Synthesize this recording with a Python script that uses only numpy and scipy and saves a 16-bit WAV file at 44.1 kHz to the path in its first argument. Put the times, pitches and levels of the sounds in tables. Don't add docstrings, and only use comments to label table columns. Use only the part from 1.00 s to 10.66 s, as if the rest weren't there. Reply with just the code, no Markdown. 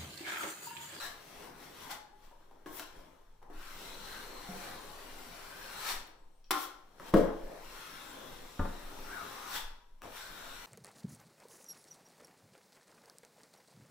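import sys
import numpy as np
from scipy import signal
from scipy.fft import rfft, irfft, next_fast_len
from scipy.io import wavfile
from scipy.ndimage import uniform_filter1d

SR = 44100
rng = np.random.default_rng(int(sys.argv[2]) if len(sys.argv) > 2 else 0)


def to_wav(sig):
    pcm = np.clip(np.atleast_2d(sig), -1, 1) * 32767
    pcm = np.round(pcm).astype(np.int16)
    wavfile.write(sys.argv[1], SR, pcm.T)


def level_to_linear(level):
    exponent = np.asarray(level, float) / 20
    return 10 ** exponent


N = 426006


def unit(x):
    return x / np.sqrt(np.mean(np.abs(x) ** 2) + 1e-20)


def along(points, hz):
    f, value = np.transpose(points)
    return np.interp(np.log(hz + 1), np.log(f + 1), value)


def curves(rows, t):
    s, *columns = np.transpose(rows)
    return [np.interp(t, s, column) for column in columns]


def filtered(x, response):
    m = next_fast_len(N + 8192)
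    return irfft(rfft(x, m) * response(np.fft.rfftfreq(m, 1 / SR)), m)[..., :N]


def bandpass(x, low_hz, high_hz):
    return signal.sosfilt(signal.butter(3, [low_hz, high_hz], "band", fs=SR, output="sos"), x)


# frequency in Hz, likeness from 0 to 1.
ALIKE = [(60, 0.925), (150, 0.902), (300, 0.697), (550, 0.378), (1650, 0.533), (4970, 0.122), (15000, 0.01)]


def ears(a, b, hz):
    turn = np.arccos(np.clip(along(ALIKE, hz), -1, 1)) / 2
    shared, own = np.cos(turn) * a, np.sin(turn) * b
    return np.array([shared + own, shared - own])


# frequency in Hz, time to fall by 60 dB in seconds.
ROOM = [(100, 0.22), (450, 0.759), (1500, 0.572), (5000, 0.4824), (14000, 0.1636)]


def room(x, wet_db):
    hz, t, z = signal.stft(rng.standard_normal((2, 3 * SR // 4)), SR, nperseg=256)
    z = ears(*z, hz[:, None]) * level_to_linear(-60 * t / along(ROOM, hz)[:, None])
    tail = signal.istft(z, SR, nperseg=256)[1]
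    tail = np.pad(tail, ((0, 0), (round(.004 * SR), 0)))
    return level_to_linear(wet_db) * signal.oaconvolve(x, tail / np.linalg.norm(tail[0]), axes=1)


def add(out, s, hit, wet_db):
    wet = room(hit[None], wet_db)
    wet[:, :len(hit)] += hit
    spot = out[:, round(s * SR):][:, :wet.shape[1]]
    spot += wet[:, :spot.shape[1]]


def burst(t, t60):
    return rng.standard_normal(len(t)) * level_to_linear(-60 * t / t60)


def ring(modes, t, damping):
    out = np.zeros(len(t))
    for hz, db, t60 in modes:
        fade_db = db + rng.normal(0, 0.68) - 60 * t / (t60 * damping)
        out += level_to_linear(fade_db) * np.sin(2 * np.pi * hz * t)
    return out


# frequency in Hz, level in dB per Hz.
AIR = [(24, -22), (40, -8.5), (75, -14.5), (152, -21.5), (844, -36.5), (2090, -32.5), (3290, -31.5),
       (6660, -34), (8360, -36.5), (14900, -40.5), (16500, -62)]


def air():
    m = next_fast_len(N)
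    hz = np.fft.rfftfreq(m, 1 / SR)
    noise = ears(*rfft(rng.standard_normal((2, m))), hz)
    return level_to_linear(-74.5) * unit(irfft(noise * level_to_linear(along(AIR, hz)), m)[:, :N])


# time in seconds, level in dB, half length in seconds.
SWAY = [(.05, -56.5, 0.1), (1.284, -59, 0.08), (1.985, -43, 0.047), (2.568, -47, 0.047),
        (2.997, -48.5, 0.807), (4.076, -50, 0.092), (4.6, -60, 0.274), (5.004, -43.5, 0.074),
        (5.505, -59.5, 0.94), (6.444, -35, 0.051), (6.707, -46.5, 0.067), (7.427, -45.5, 0.11),
        (7.873, -39, 0.047), (8.064, -43.5, 0.088), (8.648, -41.5, 0.113), (9.137, -50, 0.33),
        (9.508, -50.5, 0.082)]


def sway():
    def floor(hz):
        resonance = hz * 7 / np.abs(15 ** 2 - hz ** 2 + 6j * hz)
        return resonance / (1 + (hz / 30) ** 2.79)
    t = np.arange(N) / SR
    weight = level_to_linear(-58.5) + np.zeros(N)
    for s, db, half in SWAY:
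        weight += level_to_linear(db) * np.exp(-((t - s) / half) ** 2)
    return level_to_linear(-5.0) * weight * unit(filtered(rng.standard_normal(N), floor))


# time in seconds, drag of the edge in dB, push into the board in dB.
DOWN_LOW = [(0, -48.5, -65.5), (.05, -46, -59), (.164, -61, -64), (.448, -55, -56), (.538, -65, -62.5),
            (.632, -55.5, -61), (.722, -60, -62), (.822, -53, -58), (.94, -57, -63)]
DOWN_LONG = [(2.53, -67, -81), (2.62, -56, -69), (2.86, -52, -57), (2.98, -54.5, -59.5), (3.12, -51.5, -57),
             (3.35, -56.5, -58.5), (3.65, -49.5, -54), (3.8, -56, -57), (4.55, -54.5, -60)]
DOWN_END = [(4.55, -54, -50.5), (4.78, -50, -59.5), (4.929, -47.5, -62)]
UP_LONG = [(6.3, -67.5, -69), (6.6, -60, -68.5), (6.77, -53, -65.5), (7.0, -54.5, -63), (7.3, -56.5, -56.5),
           (7.55, -59, -65), (7.95, -55.5, -57), (8.48, -51.5, -60), (8.62, -55, -73.5)]
UP_HIGH = [(9.03, -59, -69.5), (9.091, -61, -74), (9.171, -50, -79), (9.241, -53.5, -64.5),
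           (9.321, -54.5, -61.5), (9.561, -54, -62.5), (9.66, -54.5, -58.5)]
# peak time in seconds, drag in dB, push in dB, swell in seconds, fall by 20 dB in seconds.
RUBS = [(0.914, -41.5, -71.5, 0.0218, 0.0639), (1.25, -66, -70, 0.128, 0.16),
        (1.32, -74, -58, 0.0017, 0.01), (1.41, -75, -70, 0.11, -0.33), (1.531, -79.5, -70, 0.112, -1.8),
        (1.665, -59.5, -52.5, 0.0063, 0.09), (1.8, -54.5, -68, 0.126, 0.1752),
        (1.969, -65.5, -60.5, 0.123, 0.3672), (2.428, -69.5, -59, 0.0087, 0.02),
        (2.503, -70.5, -59.5, 0.0053, 0.22), (4.906, -37, -77, 0.1276, 0.0881),
        (5.512, -25, -51.5, 0.003, 0.0125), (5.53, -48, -84, 0.0036, 0.2021),
        (5.63, -51.5, -63.5, 0.1185, 0.0735), (5.97, -71, -68, 0.245, 2.5),
        (6.004, -64.5, -55.5, 0.0094, 0.26), (6.091, -53.5, -52, 0.1076, 0.0538),
        (6.17, -47.5, -41.5, 0.045, 0.13), (6.288, -78.5, -44.5, 0.14, 0.0772),
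        (6.518, -73, -52.5, 0.167, 0.18), (7.659, -58.5, -39, 0.022, -0.0158),
        (8.14, -57.5, -58.5, 0.18, 0.4233), (8.563, -38.5, -58.5, 0.092, 0.08),
        (9.049, -64.5, -53, 0.0362, 0.16), (2.45, -84.5, -66, 0.028, -0.4)]


def edge(t):
    land_db_per_s, lift_db_per_s, board_fades_db_per_s = 3001.5, 149, 46.5
    leave = [lift_db_per_s, board_fades_db_per_s]
    power = level_to_linear([[-93.5], [-81]]) ** 2 + 0 * t
    for rows in (DOWN_LOW, DOWN_LONG + DOWN_END[1:], UP_LONG, UP_HIGH):
        early = np.maximum(rows[0][0] - t, 0)
        late = np.maximum(t - rows[-1][0], 0)
        power += level_to_linear(curves(rows, t) - land_db_per_s * early - np.outer(leave, late)) ** 2
    for s, drag_db, push_db, rise, fall in RUBS:
        rise, fall = abs(rise), abs(fall)
        below_db = np.maximum(17.5 * (s - t) / rise, 20 * (t - s) / fall)
        below_db = below_db + land_db_per_s * np.maximum(s - rise - t, 0)
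        power += level_to_linear(np.array([[drag_db], [push_db]]) - below_db) ** 2
    return np.sqrt(power)


# time in seconds, first tone in Hz, its lift in dB, second tone in Hz, its lift in dB.
BEND_DOWN = [
    [(0, 1763, 12.5, 3990, 10), (.12, 1740, 6.5, 3960, 1), (.3, 1000, -7.5, 3800, -1),
     (.45, 775, 1.5, 3720, -2.5), (.8, 1020, 2.5, 3300, 1), (.93, 814, 9.5, 3280, 2.5),
     (1.15, 824, -3, 3300, 1.5)],
    [(2.58, 1500, 9, 3520, -1), (2.64, 1750, 6.5, 2998, 1.5), (2.72, 1300, 3, 3500, -1),
     (2.85, 1190, 0, 3880, 5.5), (3.0, 1290, -0.5, 4080, 7), (3.15, 1587, 6, 4193, 7),
     (3.35, 1200, 5, 4234, 6.5), (3.5, 710, 3.5, 4200, 1.5), (3.65, 1603, 7, 4360, 2),
     (3.95, 1220, -0.5, 4600, 3), (4.62, 1578, 8, 4570, 2.5), (4.8, 1338, 7, 3974, 6),
     (5.0, 1200, 1, 3540, 2)],
]
BEND_UP = [
    [(6.3, 493, 6.6, 3280, 6.5), (6.58, 670, 7.5, 3400, -3), (6.72, 1337, 5.36, 3267, 2),
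     (7.19, 1546, 5.2, 3410, 3.5), (7.23, 520, 6.2, 3420, 4.5), (7.45, 480, 5.2, 3510, 5),
     (7.52, 1300, 1.8, 3566, 6), (8.06, 1345, 4.2, 4170, 0), (8.14, 1588, 17.13, 3980, 1.5),
     (8.28, 1037, 8.96, 3790, 2.5), (8.46, 1272, 9.4, 3950, -1), (8.57, 880, 3.9, 3480, 7.5)],
    [(9.13, 1320, 3.5, 2910, 4.5), (9.17, 1480, 7.6, 3430, 6.4), (9.23, 1552, 7.7, 4160, 8.4),
     (9.32, 1480, 5, 3690, 2.8), (9.45, 1478, 9.5, 3690, 7.1), (9.55, 1446, 5.9, 3930, 5.4),
     (9.66, 1500, 3.8, 4090, 5.2)],
]


def flex(t):
    straight = (930, 4.05, 3300, 3.56)  # Hz, dB, Hz, dB
    spring_s = .2
    first, *others = BEND_DOWN + BEND_UP
    rows = list(first)
    for bent in others:
        rows += [(rows[-1][0] + spring_s, *straight), (bent[0][0] - spring_s, *straight), *bent]
    return curves(rows, t)


def patches(shape, patchy_db):
    field = uniform_filter1d(rng.standard_normal(shape), size=4, axis=0)
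    return level_to_linear(patchy_db * unit(uniform_filter1d(field, size=9, axis=1)))


# frequency in Hz, level in dB per Hz.
GRIT = [(290, -55), (500, -28), (1540, -2.5), (2070, -2.5), (4170, -3), (8420, -9.5), (15100, -10.5),
        (16500, -29.5)]
# frequency in Hz, level in dB per Hz.
BOARD = [(24, -20.5), (40, -2), (49, -3.5), (101, -8.5), (197, -2.5), (535, -2), (677, -7), (800, -4),
         (1100, -11), (1430, -70), (2420, -120)]
# time in seconds, half length in seconds, treble lift in dB.
WIPES = [
    (1.756, 0.0637, 18),
    (5.625, 0.0727, 13),
]


def scrape():
    ms = np.arange(0, N / SR, 1 / 1000)
    drag, push = (np.interp(np.arange(N) / SR, ms, gain) for gain in edge(ms))
    grains = unit(level_to_linear(3.2 * rng.standard_normal(N)))
    hz, t, z = signal.stft(grains * rng.standard_normal((2, 3, N)), SR, nperseg=1024)
    f = hz[:, None]

    def mode(centre_hz, sharp):
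        width = f * centre_hz / sharp
        return np.abs(width / (centre_hz ** 2 - f ** 2 + 1j * width)) ** 2

    first_hz, first_db, second_hz, second_db = flex(t)
    bend_db = first_db * mode(first_hz, 8) + 1.3 * second_db * mode(second_hz, 11)
    bend_db += 0.635 * second_db * mode(1.97 * second_hz, 14.0)
    bend_db += 0.33 * second_db * mode(1.514 * second_hz, 13.84)
    for s, half, db in WIPES:
        bend_db += db * np.exp(-((t - s) / half) ** 2) * f / 14000

    grit_colour = unit(level_to_linear(along(GRIT, f))) + 0 * t
    face_colour = unit(mode(1172, 0.73) / (1 + (f / 2100) ** 4))
    face_colour = face_colour * level_to_linear(0.387 * (first_db - 5))
    board_colour = unit(level_to_linear(along(BOARD, f))) + 0 * t
    colours = np.array([grit_colour, face_colour, board_colour])
    colours = colours * level_to_linear(bend_db) * patches(z.shape[2:], patchy_db=1.97)
    layers = signal.istft(ears(*z, f) * colours, SR, nperseg=1024)[1][..., :N]
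    grit, face, board = layers.swapaxes(0, 1)

    face_drag = level_to_linear(-57.5) * (drag / level_to_linear(-54)) ** 0.843
    face_gain = np.hypot(face_drag, level_to_linear(-4.5) * push)
    dry = drag * grit + face_gain * face + level_to_linear(1.5042) * push * board
    return level_to_linear(0.5) * dry + room(dry, wet_db=-6.5)[:, :N]


# time in seconds, peak in dB, low knock in dB against the peak,
# bright crack in dB against the peak, loudest ring in Hz.
CLACKS = [(.925, -47.5, -33, -11.5, 810), (1.312, -50, -17.5, -16.5, 950), (1.325, -51.5, -19.5, -30, 564),
          (1.512, -50.5, -28, -15.5, 800), (2.417, -58.5, -20, -25.5, 903), (1.66, -42, 5.5, -12, 1650),
          (1.668, -44.5, -6.5, -30, 480), (1.796, -37.5, -10, 2, 1044), (2.428, -50, -15, -20, 956),
          (2.5, -49.5, 3.5, -15, 700), (5.508, -25, -4.5, 0.5, 1157), (5.998, -38.5, -28, -14.5, 995),
          (9.019, -41, -17.5, -7.5, 1158), (9.037, -40.5, -11.5, -24.5, 817), (9.055, -46, -8, -25, 700)]
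# frequency in Hz, level in dB, time to fall by 60 dB in seconds.
STEEL = [(1055, -28, 0.12), (1470, -14, 0.12), (3180, -41.5, 1.1), (4330, 5.5, 0.13), (5645, 8.5, 0.453),
         (6050, -18, 0.18), (6772, -50.5, 0.077), (8200, -17.5, 0.32), (8807, -10.5, 0.11)]
# frequency in Hz, level in dB, time to fall by 60 dB in seconds.
HANDLE = [(306.5, -8, 0.5), (364.2, -4.5, 0.321), (410, -14, 0.08)]


def clacks():
    out, t = np.zeros((2, N)), np.arange(SR // 3) / SR
    small = signal.butter(2, 230, "high", fs=SR, output="sos")
    for s, db, low_db, crack_db, ring_hz in CLACKS:
        tap = level_to_linear(10) * bandpass(burst(t, 0.0198), 0.422 * ring_hz, 1.434 * ring_hz)
        held = level_to_linear(-3.5) * ring([(ring_hz, 0, 0.0357)], t, 0.98)
        knock = level_to_linear(low_db - 2.5) * ring(HANDLE, t, 0.424)
        crack = level_to_linear(4.5) * signal.lfilter([.55], [1, -.45], burst(t, 0.0127))
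        bright = level_to_linear(-19.0) * ring(STEEL, t, 0.044) + crack
        hit = tap + held + knock + level_to_linear(crack_db) * bright
        add(out, s, level_to_linear(db) * signal.sosfilt(small, hit), wet_db=-0.5)
    return out


# time in seconds, level in dB, pitch in
# Hz, time to fall by 60 dB in seconds.
TWANGS = [(.926, -49.5, 845, 0.44), (1.664, -47.5, 1077, 0.203), (1.42, -72, 1600, .3),
          (1.06, -71.5, 1700, .6), (1.085, -59, 830, .25), (5.508, -32.5, 1055, 0.137),
          (5.508, -29, 1360, 0.066), (5.508, -36.5, 775, 0.13), (5.508, -35.5, 1448, 0.117),
          (8.56, -47, 880, 0.24), (8.575, -52.5, 960, 0.47), (9.137, -58, 2380, .2),
          (5.085, -57, 320, 0.11)]


def twangs():
    out, t = np.zeros((2, N)), np.arange(SR // 3) / SR
    for s, db, hz, t60 in TWANGS:
        add(out, s, ring([(hz, db, t60)], t, 1), wet_db=-1.0)
    return out


# time in seconds, peak in dB, then slap, crack and slab swing,
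# each in dB against the peak.
THUDS = [
    (3.489, -44.5, -32, -20.5, -22),
    (6.1376, -13.5, -7, -24, -17),
    (7.594, -27.5, 0.5, -39.5, -5.5),
]
# low edge in Hz, high edge in Hz.
SOLES = [
    (550, 1700),
    (800, 1885),
    (700, 1550),
]
# frequency in Hz, level in dB, time to fall by 60 dB in seconds.
PALM = [(190.2, 11.5, 0.77), (397, -5.5, 0.57), (710, 4.5, 1.67)]
SLAB = [(184.8, -0.5, 0.71), (206.6, 2.5, 0.69), (281.6, 0, 0.707), (322.2, 6, 0.503), (443.2, 3, 0.64),
        (483.6, 0.5, 0.784), (533.7, 3, 0.678), (599.8, -4.5, 0.74), (685.6, -7.5, 1.09),
        (972.6, -12, 0.34), (1307, -10, .4), (1500, -13, .5), (1636, -12, .4), (2157, -11.5, .06)]
HEEL = [(87.5, 6, 0.586), (193.2, 11, 0.234), (258.7, 8, 0.235), (420.3, -0.5, 0.287), (556.3, 6, 0.184),
        (787, -13.5, 0.48), (710.7, -2, 0.59), (882.5, -0.5, 0.57), (1025.4, 1, 0.288), (1200, -2.5, .3),
        (1403, -2.5, 0.32)]


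def thuds():
    out, t = np.zeros((2, N)), np.arange(SR // 2) / SR
    for thud, body, band_hz in zip(THUDS, (PALM, SLAB, HEEL), SOLES):
        s, db, slap_db, crack_db, swing_db = thud
        slap = level_to_linear(slap_db + 14) * bandpass(burst(t, 0.027), *band_hz)
        crack = level_to_linear(crack_db + 20) * signal.lfilter([.3], [1, -.7], burst(t, 0.0244))
        rise_s = 0.00583 * level_to_linear(0.5 * db)
        hit = (level_to_linear(-7.0) * ring(body, t, 0.211) + slap + crack) * (1 - np.exp(-t / rise_s))
        add(out, s, level_to_linear(db) * hit, wet_db=-2.0)
        swing = -level_to_linear(db + swing_db + 6.0 - 60 * t / 0.605) * np.sin(2 * np.pi * 21 * t)
        out[:, round(s * SR):][:, :len(t)] += swing
    return out


# time in seconds, peak in dB, pitch in Hz.
TICKS = [
    (5.072, -53.5, 11500),
    (5.443, -46.5, 3650),
    (6.095, -47.5, 12100),
    (6.244, -51, 13500),
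]


def crumbs():
    out, t = np.zeros((2, N)), np.arange(SR // 3) / SR
    for s, db, hz in TICKS:
        tick = bandpass(burst(t, 0.018), 0.77 * hz, min(1.516 * hz, SR / 2.2))
        add(out, s, level_to_linear(db) * tick, wet_db=1)
    return out


# time in seconds, pitch in Hz, level in dB.
SQUEAK = [(5.13, 7730, -100), (5.2, 7920, -81), (5.3, 8200, -90), (5.37, 8670, -77.5), (5.41, 8700, -80.5),
          (5.44, 8700, -100)]


def squeak():
    t = np.arange(N) / SR
    hz, db = curves(SQUEAK, t)
    waver = unit(uniform_filter1d(rng.standard_normal(N), size=200))
    tone = np.sin(2 * np.pi * np.cumsum(hz + 40 * waver) / SR)
    return (t > SQUEAK[0][0]) * (t < SQUEAK[-1][0]) * level_to_linear(db) * tone


def scene():
    return air() + sway() + scrape() + clacks() + twangs() + thuds() + crumbs() + squeak()


def band_limit(x):
    return signal.sosfilt(signal.butter(12, 16970, fs=SR, output="sos"), x)


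# frequency in Hz, width in Hz, lift in dB.
PORTS = [(4819, 310, -0.5), (6620, 260, -1), (5664, 447, 5), (7524, 454, 4.5), (9592, 680, 4.5),
         (11846, 435, 5), (14790, 480, 5.5)]
# frequency in Hz, left minus right in dB.
LEAN = [(60, 1), (150, -0.5), (380, 2.0), (950, 4), (2380, 3), (5980, 2.5), (15000, 13)]


def record(dry):
    def ports(hz):
        peaks_db = -2.884 * (hz > 4500) - 22 * (hz > 15850)
        for centre_hz, width_hz, db in PORTS:
            peaks_db = peaks_db + db * np.exp(-((hz - centre_hz) / width_hz) ** 2)
        lean_db = along(LEAN, hz)
        return level_to_linear(peaks_db + np.array([[.5], [-.5]]) * lean_db - 0.135 * np.abs(lean_db))
    return band_limit(filtered(dry, ports))


dry = scene()
out = record(dry)
to_wav(out)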